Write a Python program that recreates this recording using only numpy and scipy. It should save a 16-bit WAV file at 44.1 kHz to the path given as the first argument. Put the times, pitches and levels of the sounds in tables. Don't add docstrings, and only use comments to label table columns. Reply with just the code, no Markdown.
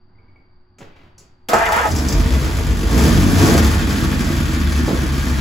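import sys
import numpy as np
from scipy import signal
from scipy.fft import rfft, irfft, next_fast_len
from scipy.io import wavfile
from scipy.ndimage import uniform_filter1d, map_coordinates

SR = 44100
rng = np.random.default_rng(int(sys.argv[2]) if len(sys.argv) > 2 else 0)


def dump_mix(stems):
    frames = np.atleast_2d(stems).T
    limited = np.clip(frames, -1, 1)
    pcm = np.round(limited * 32767).astype(np.int16)
    wavfile.write(sys.argv[1], SR, pcm)


N = 238250
TIME = np.arange(N) / SR

HUM_HZ, HUM_DB, FIZZ_DB = 362, -66.5, -75
# pitch_hz, gain_db
FIZZ_SPECTRUM = [(3900, -38), (4400, -11), (4680, 7), (4900, -16), (5200, -43)]
# pitch_hz, gain_db
RUMBLE_SPECTRUM = [(20, -30), (45, 2.5), (90, 5), (160, -4.5), (270, -5.5), (400, -17), (560, -21.5),
                   (850, -12.5), (1700, -21.5), (3000, -36), (4700, -37), (7000, -72), (16000, -58)]

# start_s, click_db, thud_db, t60_s (time to fall by 60 dB)
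CONTROLS = [(0.784, -49.5, -42.5, 0.22), (0.805, -76, -39, 0.43), (0.959, -82, -49.5, 0.63),
            (1.03, -81, -53, 0.27), (1.18, -43.5, -54, 0.19), (1.2, -74.5, -57, 0.79)]
# pitch_hz, gain_db
SWITCH_SPECTRUM = [(200, -34), (1000, -10), (3000, -16), (4500, 0.5), (7200, 7), (8500, 2), (11000, -9),
                   (16000, -14)]
# pitch_hz, gain_db
THUD_SPECTRUM = [(30, -16), (80, -2), (160, 3), (400, -4), (1000, -11), (3000, -16.5), (9000, -40.5)]
# pitch_hz, gain_db
SLIDE_SPECTRUM = [(500, -6), (1100, -5), (1800, -5), (2500, 4), (3500, -10), (5000, -15), (9000, -37)]
SLIDE_S, SLIDE_RISE_S, SLIDE_HOLD_S, SLIDE_FALL_S, SLIDE_DB = 0.9, 0.035, 0.079, 0.074, -60

# start_s, pitch_hz (at the start), level_db (before a trim), t60_s
SQUEAKS = [(0.15, 2130, -68, .18), (0.183, 2270, -59, 0.12), (0.281, 2254, -61, .12),
           (0.358, 2274, -53.5, 0.1), (0.395, 2230, -66, 0.22)]
SQUEAK_SAG_HZ, SQUEAK_SAG_S = 70, 0.03

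# time_s, tooth_rate_hz, growl_db, rattle_db, whine_db
CRANKING = [(1.487, 624, -27, -27, -42), (1.525, 720, -23.5, -29, -34), (1.545, 884, -15.5, -35, -18),
            (1.585, 860, -20, -27, -33), (1.62, 920, -20.5, -24.5, -20), (1.668, 915, -22.5, -18.5, -40),
            (1.703, 830, -18, -33, -49), (1.725, 880, -23.5, -23, -22), (1.792, 955, -17.5, -24, -27),
            (1.815, 970, -21.5, -24.5, -43), (1.86, 830, -23.5, -27.5, -17), (1.882, 840, -28, -32, -35),
            (1.98, 800, -55, -62, -56)]
# start_s, peak_db, clang_db and thump_db (against the peak, before trims)
PINION = [(1.486, -20.5, -10, -2), (1.532, -23, 16, -0.5), (1.721, -21.5, -3, -22), (1.759, -26, 8, -25),
          (1.854, -31, 14, -18)]
# multiple of the tooth rate, level_db (against the whine)
GEAR_WHINE = [(1, 4), (2, -10), (3, -20)]
# multiple of a quarter of the tooth rate, level_db
GROWL_TONES = [(2, -3), (3, -0.5), (4, -6), (6, -2.5)]
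# multiple of a quarter of the tooth rate, level_db
RATTLE_TONES = [(6, -4), (7, -5), (8, -2), (9, 0), (10, -11), (11, -11)]
TEETH_PER_ORDER = 4
# pitch_hz, gain_db
GRIND_SPECTRUM = [(100, -18), (200, -7.5), (350, -23), (470, -8), (680, -4), (900, -12.5), (1100, -4.5),
                  (1800, -14.5), (2400, -20), (3900, -39), (8000, -42), (10000, -69)]
# pitch_hz, gain_db
RATTLE_SPECTRUM = [(600, -40), (1100, -7), (1350, -3), (1750, 8.5), (2100, 1.5), (2500, 1), (3600, -2),
                   (4300, -27), (7500, -29), (10000, -39)]
# pitch_hz, gain_db
CLANG_SPECTRUM = [(100, -21), (220, -2.5), (450, -1.5), (680, 4), (860, 2), (1080, -10.5), (1330, -2),
                  (1900, -10.5), (2400, -11.5), (3900, -26.5), (8000, -18.5), (10000, -67)]
# pitch_hz, gain_db
CRACK_SPECTRUM = [(200, -14), (1000, 3), (3500, 3), (7000, 0.5), (10000, -2), (16000, -3.5)]
# pitch_hz, lift_db (scaled by the filter's depth)
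HOUSING = [(306, 4), (353, 10), (456, 13), (580, 1.6667), (638, 11), (676, 7.5), (855, 12), (911, 3),
           (942, 13.6), (993, 7.3), (1274, 13), (1537, 3.3), (1640, 14.7), (1807, 13), (1960, 4),
           (2052, 9.1), (2270, 5), (2409, 9.7), (2868, 4)]

# start_s, peak_db (before a trim)
SPITS = [(1.9121, -23.5), (1.9604, -21.5), (1.985, -24), (2.085, -17), (2.1246, -20.5)]
# pitch_hz, gain_db
SPIT_SPECTRUM = [(1500, -36), (4000, -11), (5000, 2.5), (7500, -2), (10000, -17), (16000, -13)]
# start_s, level_db, t60_s
POPS = [(2.985, -43, 0.18), (3.075, -27, 0.19), (3.411, -20, 0.088), (3.484, -16.5, 0.18),
        (3.546, -12.5, 0.23), (4.253, -44, 0.17), (4.878, -19, 0.2), (4.908, -24.5, 0.32)]
# pitch_hz, gain_db
POP_SPECTRUM = [(100, -12), (240, 1), (450, 4), (900, -9), (1400, -21), (5000, -44)]
# pitch_hz, gain_db
POP_FRONT = [(150, -25), (450, 0), (680, -2.5), (860, 1), (1100, -8), (2000, -25), (5000, -55)]
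FRONT_DB, FRONT_T60_S = -5, 0.09

# time_s, firing_rate_hz
SPEED = [(1.5, 18), (1.8, 44), (1.95, 70), (2.08, 72), (2.2, 62), (2.38, 67), (2.56, 52), (2.72, 48),
         (2.86, 49), (3.0, 66), (3.16, 88), (3.33, 92), (3.45, 97), (3.6, 103), (3.72, 97), (3.8, 95),
         (4.05, 91), (4.35, 79), (4.6, 74.5), (4.82, 72.5), (5.0, 68), (5.4, 67.5)]
# start_s, rise_s, hold_s, opening (0-1)
THROTTLE = [(2.852, 0.12, 0.1, 0.6), (3.092, 0.046, 0.069, 0.3), (3.274, 0.16, 0.083, 0.77),
            (3.442, 0.051, .04, 0.72)]
CYLINDERS = [0.1, -0.38, 0.052, -0.05, -0.53, -0.17, 0.083, -0.83]
# time_s, drop_db (negative is a lift; scaled by each sound's share)
MISSES = [(1.973, 12), (2.03, 12), (2.1, 12), (2.222, 2), (2.29, 5), (2.405, 6), (2.475, -4), (2.64, 3),
          (2.773, 6), (2.82, 6)]
MISS_S = 0.016
CLOSE_S = 0.2
IDLE_RATE = 71.6
CRANK_S, CATCH_S, CATCH_RISE_DB = 1.487, 2.01, 11
UNEVEN, OVERRUN_UNEVEN, OVERRUN_S = 0.44, 0.35, 0.91
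SETTLE_S = 4.5
BOOM_LOPE, BARK_LOPE = (5.45, 1.7), (5.335, 2.9)

# idle_db, full_throttle_added_db, added_db per doubling of speed
CLATTER_LAW = (-37.5, 4.5, 5.4)
# pitch_hz, level_db (against each other)
VALVE_MODES = [(1637, -47), (1900, -52.5), (2632, -51), (3079, -59), (3359, -52.5), (4883, -53),
               (5141, -68), (5674, -73), (6810, -62)]
# pitch_hz, gain_db
TICK_SPECTRUM = [(700, -30), (1600, 7.5), (2600, -2), (3400, 3), (5000, -3), (7500, -7.5), (16000, -11)]
CLATTER_T60_S = 0.063
TICK_DB, TICK_T60_S = 1, 0.013

# idle_db, full_throttle_added_db, added_db per doubling of speed
ROAR_LAW = (-37, 17.8, 2.1)
# idle_db, full_throttle_added_db, added_db per doubling of speed
RASP_LAW = (-32, 9.1, 3.3)
# idle_db, full_throttle_added_db, added_db per doubling of speed
HISS_LAW = (-35.5, 12.6, 3.2)
# pitch_hz, gain_db
ROAR_SPECTRUM = [(120, -65), (260, -2), (325, 2.5), (400, -1), (460, 0), (540, -6.5), (680, -3.5),
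                 (800, -11.5), (1100, -11.5), (3000, -83.5)]
# pitch_hz, gain_db
RASP_SPECTRUM = [(300, -41), (600, 0.5), (850, 3), (1100, 4), (1600, 5.5), (2100, 2.5), (2700, -1.5),
                 (3500, -1.5), (5000, -10), (16000, -58)]
# pitch_hz, gain_db
HISS_SPECTRUM = [(1200, -11), (2800, -12.5), (3500, -5.5), (4000, -5), (4700, 3), (5700, 0.5), (7300, 1.5),
                 (9000, -0.5), (12000, -5), (16000, -9)]
# pitch_hz, lift_db (scaled by the filter's depth)
GARAGE_MODES = [(139, 1), (197, 1), (242, 10), (284, 3), (322, 3.5), (375, 1), (394, -4.5), (454, 5.5),
                (515, 7.5), (557, -2.5), (579, 4), (623, -4), (720, 0.5), (738, 0.5), (857, 9.5), (938, 7),
                (1015, 5.5), (1052, -16), (1284, -10), (1642, 36)]
COLD_DB, WARM_S = 9, 2.55
CHOKE_DB, CHOKE_OFF_S, CHOKE_FADE_S = 1, 3.5, 0.21

# time_s, firing_note_db, stutter_note_db
DRONE = [(1.83, -47, -60), (1.94, -17, -40), (2.04, -16, -37), (2.12, -32, -27), (2.18, -31, -15),
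         (2.26, -20, -24), (2.35, -16, -35), (2.46, -24, -45), (2.62, -22, -50), (2.86, -18.5, -50),
         (2.99, -14, -45), (3.09, -24, -30), (3.18, -13.5, -35), (3.32, -16, -35), (3.45, -15.5, -32),
         (3.5, -25, -23), (3.6, -30, -15), (3.7, -27, -16.5), (3.9, -29, -28), (4.1, -22.5, -24),
         (4.28, -33, -34), (4.52, -29, -32), (4.62, -17, -36), (4.81, -17.5, -37), (4.88, -27.5, -40),
         (5.05, -23.5, -40), (5.39, -22, -40)]
STUTTER_ORDER = 3 / 4
# time_s, boom_db and bark_db (before small trims), boom_unevenness (0-1)
EXHAUST = [(1.8, -24, -40, .5), (1.84, -26, -42, 0.54), (1.93, -14.5, -23, 0.44), (2.06, -20, -23.5, 0.53),
           (2.17, -16, -23.5, 0.48), (2.33, -16, -23.5, 0.46), (2.54, -21, -32, 0.55),
           (2.72, -15, -27, 0.55), (2.84, -18, -22, 0.8), (2.9, -24, -26.5, .4), (2.97, -22, -16.5, 0.46),
           (3.12, -11, -15, 0.53), (3.24, -19, -16.5, .4), (3.42, -21.5, -15, 0.47), (3.6, -20, -15, 0.65),
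           (3.72, -14.5, -24.5, 0.86), (4.0, -24, -20, 0.5), (4.45, -18, -22, 0.8),
           (4.62, -22.5, -24, 0.77), (4.8, -23, -24.5, 0.6), (4.86, -22, -19.5, 0.7),
           (5.0, -23.5, -24.5, 0.57), (5.38, -22, -25.5, 0.57)]
# pitch_hz, gain_db
BOOM_SPECTRUM = [(20, -41.5), (33, -23), (44, 3.5), (57, 2.5), (72, 6), (95, 2), (115, -7), (140, -4),
                 (175, -15), (400, -100)]
# pitch_hz, lift_db
STANDING = [(47, 7.5), (74, 3.5)]
# pitch_hz, gain_db
BARK_SPECTRUM = [(50, -83), (95, -5.5), (122, 1), (145, 7.5), (172, 0.5), (198, 3), (260, 2), (300, -2),
                 (335, -3.5), (390, -11.5), (600, -18), (1200, -61), (4000, -43)]
# pitch_hz, lift_db
PIPES = [(139, 1.5), (197, 7.5), (242, 8.5), (282, 7), (322, 4), (339, 4.5), (454, 8.5), (557, -1)]

# pitch_hz, t60_s
ECHO = [(100, 0.56), (500, 0.5), (3000, 0.68), (8000, 0.11), (16000, 0.13)]
# pitch_hz, side_db
WIDTH = [(40, -23.5), (80, -15.5), (170, -15), (350, -10), (700, -6.5), (1300, -2), (2600, -6.5),
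         (5200, -5), (7000, -11), (16000, -101)]
# pitch_hz, difference_db
LEFT_RIGHT = [(60, 0.5), (110, 0.5), (200, -2), (380, -1.5), (700, 0.5), (1290, -1.5), (2380, 1.5),
              (4400, 3), (8120, 0), (15000, 0)]
# pitch_hz, lead in half cycles
LEFT_LEAD = [(700, 0), (1400, .33), (1850, .35), (2100, 0), (3200, .12), (5200, .1), (6000, 0), (7500, 0),
             (8400, -1), (9600, -1), (10400, -2), (11800, -2), (12500, -3), (13900, -3), (14600, -4)]
TOP_HZ = 15900


def amp(db):
    return 10 ** (np.asarray(db) / 20)


def unit(x):
    return x / np.sqrt(np.mean(x ** 2) + 1e-20)


def along(points, hz):
    f, v = np.transpose(points)
    return np.interp(np.log(hz + 1), np.log(f + 1), v)


def curves(rows):
    s, *cols = np.transpose(rows)
    return [np.interp(TIME, s, c) for c in cols]


def fade(start, length):
    return np.clip((TIME - start) / length, 0, 1)


def since(start):
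    return np.maximum(TIME - start, 0)


def wobble(rate):
    return map_coordinates(rng.standard_normal(1200), [TIME * rate], mode="wrap")


def colour(x, points, modes=(), width_hz=8, depth=1):
    size = 2 * next_fast_len(N // 2 + SR // 4)
    hz = np.fft.rfftfreq(size, 1 / SR)
    db = along(points, hz)
    db = db + sum(depth * lift / (1 + ((hz - f) / width_hz) ** 2) for f, lift in modes)
    cepstrum = irfft(np.log(amp(db)))
    cepstrum[1:size // 2] *= 2
    cepstrum[size // 2 + 1:] = 0
    return irfft(rfft(x, size) * np.exp(rfft(cepstrum)))[..., :N]


def steady(x, span):
    power = np.mean(x, 0) ** 2
    for _ in range(2):
        power = np.abs(uniform_filter1d(power, int(span * SR)))
    return x / np.sqrt(power + np.mean(power) / 1000)


def garage(x, wet_db):
    hz, t, z = signal.stft(rng.standard_normal((2, SR // 2)), SR, nperseg=256)
    t60 = along(ECHO, hz)[:, None]
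    z = z * amp(-60 * t / t60) / np.sqrt(t60)
    tails = signal.istft(z, SR, nperseg=256)[1]
    tails /= np.linalg.norm(tails, axis=1, keepdims=True)
    late, side = signal.fftconvolve(x[None], tails, axes=1)[:, :N]
    mid = (x + amp(wet_db) * late) / np.hypot(1, amp(wet_db))
    side = colour(side, WIDTH)
    return np.array([mid + side, mid - side])


def noise(points):
    return unit(colour(rng.standard_normal(N), points))


def blows(rows, t60):
    return sum(amp(db - 60 * since(s) / t60) * fade(s, .001) for s, db in rows)


def impulses(times, sizes):
    return np.bincount(np.clip(times * SR, 0, N - 1).astype(int), sizes, N)


def ring_down(x, t60):
    return signal.lfilter([1], [1, -amp(-60 / (t60 * SR))], x)


def firings(turn, spread, pattern, scatter, jitter):
    at = np.flatnonzero(np.diff(np.floor(turn)) > 0)
    uneven = spread[at]
    chance = rng.standard_normal((len(at), 2))
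    sizes = 1 + uneven * (pattern * np.resize(CYLINDERS, len(at)) + scatter * chance[:, 0])
    return impulses(at / SR + jitter * uneven * chance[:, 1], sizes)


def throttle():
    movements = [opening * fade(s, rise) * np.exp(-since(s + rise + hold) / CLOSE_S)
                 for s, rise, hold, opening in THROTTLE]
    return np.max(movements, 0)


def effort(law):
    idle_db, throttle_db, doubling_db = law
    doublings = np.log2(curves(SPEED)[0] / IDLE_RATE) * fade(CATCH_S, 0.082)
    return amp(idle_db + throttle_db * throttle() + doubling_db * doublings)


def stumble():
    s, rise, hold, _ = THROTTLE[-1]
    lift = s + rise + hold
    return UNEVEN + OVERRUN_UNEVEN * (TIME > lift) * np.exp(-since(lift) / OVERRUN_S)


def missed(share):
    drop_db = sum(db * np.exp(-((TIME - s) / MISS_S) ** 2) for s, db in MISSES)
    return amp(-share * drop_db)


def lope(turn, weak_s, depth_db):
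    rounds = (turn - np.interp(weak_s, TIME, turn)) / len(CYLINDERS)
    return amp(-depth_db * fade(SETTLE_S, 0.35) * np.cos(2 * np.pi * rounds))


def room_tone():
    drift = 0.0018 * np.cumsum(wobble(170)) / SR
    hum = amp(HUM_DB) * np.sqrt(2) * np.sin(2 * np.pi * HUM_HZ * (TIME + drift))
    rumble = amp(-56 + 1.6 * wobble(6.55)) * noise(RUMBLE_SPECTRUM)
    fizz = amp(FIZZ_DB) * noise(FIZZ_SPECTRUM)
    return garage(rumble + fizz, wet_db=-7) + hum


def cab():
    clicks = sum(blows([(s, db)], t60) for s, db, _, t60 in CONTROLS) * noise(SWITCH_SPECTRUM)
    thuds = sum(blows([(s, db)], t60) for s, _, db, t60 in CONTROLS) * noise(THUD_SPECTRUM)
    thuds = thuds * unit(amp(2.0 * wobble(170)))
    fall_s = SLIDE_S + SLIDE_RISE_S + SLIDE_HOLD_S
    stroke = fade(SLIDE_S, SLIDE_RISE_S) * (1 - fade(fall_s, SLIDE_FALL_S))
    scrape = amp(SLIDE_DB) * stroke * unit(noise(SLIDE_SPECTRUM) * amp(3.5 * wobble(200)))
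    return garage(clicks + thuds + scrape, wet_db=-5)


def squeak():
    tones = 0
    for s, hz, db, t60 in SQUEAKS:
        sag = SQUEAK_SAG_HZ * (1 - np.exp(-since(s) / SQUEAK_SAG_S))
        pitch = hz - sag + 70 * wobble(600)
        tone = np.sin(2 * np.pi * np.cumsum(pitch) / SR)
        tones = tones + blows([(s, db)], t60) * fade(s, 0.004) * tone
    bumps = blows([(s, db) for s, _, db, _ in SQUEAKS], t60=0.29) * noise(POP_SPECTRUM)
    return garage(amp(6) * tones + amp(-2.5) * bumps, wet_db=-4)


def gear_tones(gear, orders):
    tones = 0
    for k, db in orders:
        cycles = k * gear / TEETH_PER_ORDER + 0.12 * wobble(90)
        tones = tones + amp(db + 5.1 * wobble(70)) * np.sin(2 * np.pi * cycles)
    return steady(garage(tones, wet_db=-8), span=0.04)


def gear_grind():
    tooth_hz, growl_db, rattle_db, whine_db = curves(CRANKING)
    gear = np.cumsum(tooth_hz * (1 + .025 * wobble(260))) / SR
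    teeth = np.flatnonzero(np.diff(np.floor(gear)) > 0)
    chance = rng.standard_normal((len(teeth), 2))
    strikes = impulses(teeth / SR + 0.00016 * chance[:, 0], amp(3.6 * chance[:, 1]))
    drive = (unit(strikes) + 0.37 * rng.standard_normal(N)) * amp(1.7 * wobble(170))
    growl = garage(colour(drive, GRIND_SPECTRUM, HOUSING, width_hz=7.8), wet_db=-2)
    growl = amp(-0.5) * steady(growl, span=0.035) + amp(-6.5) * gear_tones(gear, GROWL_TONES)
    rattle = garage(colour(drive, RATTLE_SPECTRUM, HOUSING, width_hz=17), wet_db=2)
    rattle = amp(-1.5) * steady(rattle, span=0.045) + amp(-7) * gear_tones(gear, RATTLE_TONES)
    whine = sum(amp(db + 3.9 * wobble(110)) * np.sin(2 * np.pi * k * gear) for k, db in GEAR_WHINE)
    whine = steady(garage(whine, wet_db=-7), span=0.033)
    grind = amp(growl_db) * growl + amp(rattle_db) * rattle + amp(whine_db) * whine
    return grind * fade(CRANK_S, 0.0085) * (TIME < CRANKING[-1][0])


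def pinion_blows():
    slams = blows([(s, db + clang_db) for s, db, clang_db, _ in PINION], t60=0.13)
    slams = slams * rng.standard_normal(N)
    clang = amp(10.5) * colour(slams, CLANG_SPECTRUM, HOUSING, width_hz=14.5, depth=0.5)
    crack = amp(1.0) * blows([row[:2] for row in PINION], t60=0.11) * noise(CRACK_SPECTRUM)
    thump = blows([(s, db + thump_db) for s, db, _, thump_db in PINION], t60=0.29)
    thump = thump * noise(POP_SPECTRUM)
    return garage(clang + crack + thump, wet_db=-3.0)


def starter():
    return gear_grind() + pinion_blows()


def misfires():
    spits = amp(-2.5) * blows(SPITS, t60=0.074) * noise(SPIT_SPECTRUM)
    pops = sum(blows([(s, db)], t60) for s, db, t60 in POPS) * noise(POP_SPECTRUM)
    fronts = amp(FRONT_DB) * blows([row[:2] for row in POPS], FRONT_T60_S) * noise(POP_FRONT)
    return garage(spits + pops + fronts, wet_db=-6.0)


def clatter(turn):
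    ticks = np.abs(firings(2 * turn, stumble(), pattern=0.8, scatter=0.9, jitter=.0014))
    t = np.arange(SR // 10) / SR
    decay = amp(-60 * t / CLATTER_T60_S)
    ring = 0
    for hz, db in VALVE_MODES:
        mode = decay * np.sin(2 * np.pi * hz * t)
        ring = ring + amp(db) * signal.fftconvolve(ticks * rng.standard_normal(N), mode)[:N]
    contact = colour(ring_down(ticks, TICK_T60_S) * rng.standard_normal(N), TICK_SPECTRUM)
    mixed = garage(unit(ring) + amp(TICK_DB) * unit(contact), wet_db=-10.5)
    return fade(CATCH_S, 0.14) * effort(CLATTER_LAW) * steady(mixed, span=0.21)


def engine_bay(turn):
    pulses = firings(turn, stumble(), pattern=0.54, scatter=1, jitter=.0015)
    throb = unit(ring_down(np.abs(pulses), t60=0.082))
    tappets = unit(firings(2 * turn, stumble(), pattern=0.24, scatter=0.93, jitter=.0006))
    roar = (0.66 + throb) * rng.standard_normal(N) + 0.62 * unit(pulses)
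    roar = garage(colour(roar, ROAR_SPECTRUM, GARAGE_MODES, width_hz=10.0, depth=0.96), wet_db=3.0)
    rasp = (0.16 + throb) * rng.standard_normal(N) + 0.22 * tappets
    rasp = garage(colour(rasp, RASP_SPECTRUM, GARAGE_MODES, width_hz=3.4, depth=0.2), wet_db=2.0)
    hiss = (0.85 + throb) * rng.standard_normal(N) + 0.098 * tappets
    hiss = garage(colour(hiss, HISS_SPECTRUM), wet_db=-5.5)
    cold = amp(COLD_DB * (1 - fade(CATCH_S, WARM_S)))
    choke = amp(CHOKE_DB * (1 - fade(CHOKE_OFF_S, CHOKE_FADE_S)))
    roar = cold * effort(ROAR_LAW) * steady(roar, span=0.21)
    rasp = effort(RASP_LAW) * steady(rasp, span=0.076)
    burning = fade(1.746, 0.25) * missed(share=0.19) * (roar + rasp)
    intake = choke * effort(HISS_LAW) * fade(CRANK_S, 0.0023) * steady(hiss, span=0.31)
    return burning + intake


def drone(turn):
    firing_db, stutter_db = curves(DRONE)
    phase = 2 * np.pi * (turn + 0.035 * wobble(35))
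    note = np.sin(phase) + amp(-10.5) * np.sin(2 * phase) + amp(-16.5) * np.sin(3 * phase)
    note = amp(firing_db + 1.6 * wobble(45)) * note
    stutter = amp(stutter_db + 1.5 * wobble(29.83)) * np.sin(STUTTER_ORDER * phase)
    both = garage(np.sqrt(2) * (note + stutter), wet_db=-19)
    return both * missed(share=1.0) * lope(turn, *BOOM_LOPE)


def exhaust(turn):
    boom_db, bark_db, spread = curves(EXHAUST)
    boom = firings(turn, spread, pattern=3.6, scatter=1.24, jitter=0.0031)
    boom = garage(colour(boom, BOOM_SPECTRUM, STANDING, width_hz=3.7), wet_db=4)
    pulses = firings(turn, stumble(), pattern=0.92, scatter=0.81, jitter=.0019)
    gas = ring_down(np.abs(pulses), t60=0.075) * rng.standard_normal(N)
    gas = gas * (0.042 + 0.043 * throttle())
    bark = garage(colour(pulses + gas, BARK_SPECTRUM, PIPES, width_hz=5.7), wet_db=-6.5)
    build_up = amp(CATCH_RISE_DB * (fade(CRANK_S, CATCH_S - CRANK_S) - 1))
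    running = fade(CRANK_S, .02) * build_up
    boom = amp(boom_db - 0.7) * steady(boom, span=0.077) * missed(share=1.0) * lope(turn, *BOOM_LOPE)
    bark = amp(bark_db + 0.7) * steady(bark, span=0.082) * missed(share=0.21) * lope(turn, *BARK_LOPE)
    return running * (boom + bark)


def scene():
    turn = np.cumsum(curves(SPEED)[0] * fade(CRANK_S, .01)) / SR
    background = room_tone() + cab() + squeak()
    starting = starter() + misfires()
    return background + starting + clatter(turn) + engine_bay(turn) + drone(turn) + exhaust(turn)


def record(dry):
    size = next_fast_len(N + SR // 4)
    hz = np.fft.rfftfreq(size, 1 / SR)
    halves = [.5, -.5]
    level = amp(np.outer(halves, along(LEFT_RIGHT, hz)))
    phase = np.exp(1j * np.pi * np.outer(halves, along(LEFT_LEAD, hz)))
    heard = irfft(rfft(dry, size) * level * phase, size)
    rounded = heard / (1 + np.abs(heard / .93) ** 6) ** (1 / 6)
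    passed = np.clip((TOP_HZ - hz) / 200, 0, 1)
    return irfft(rfft(rounded) * passed, size)[:, :N]


dry = scene()
out = record(dry)
dump_mix(out)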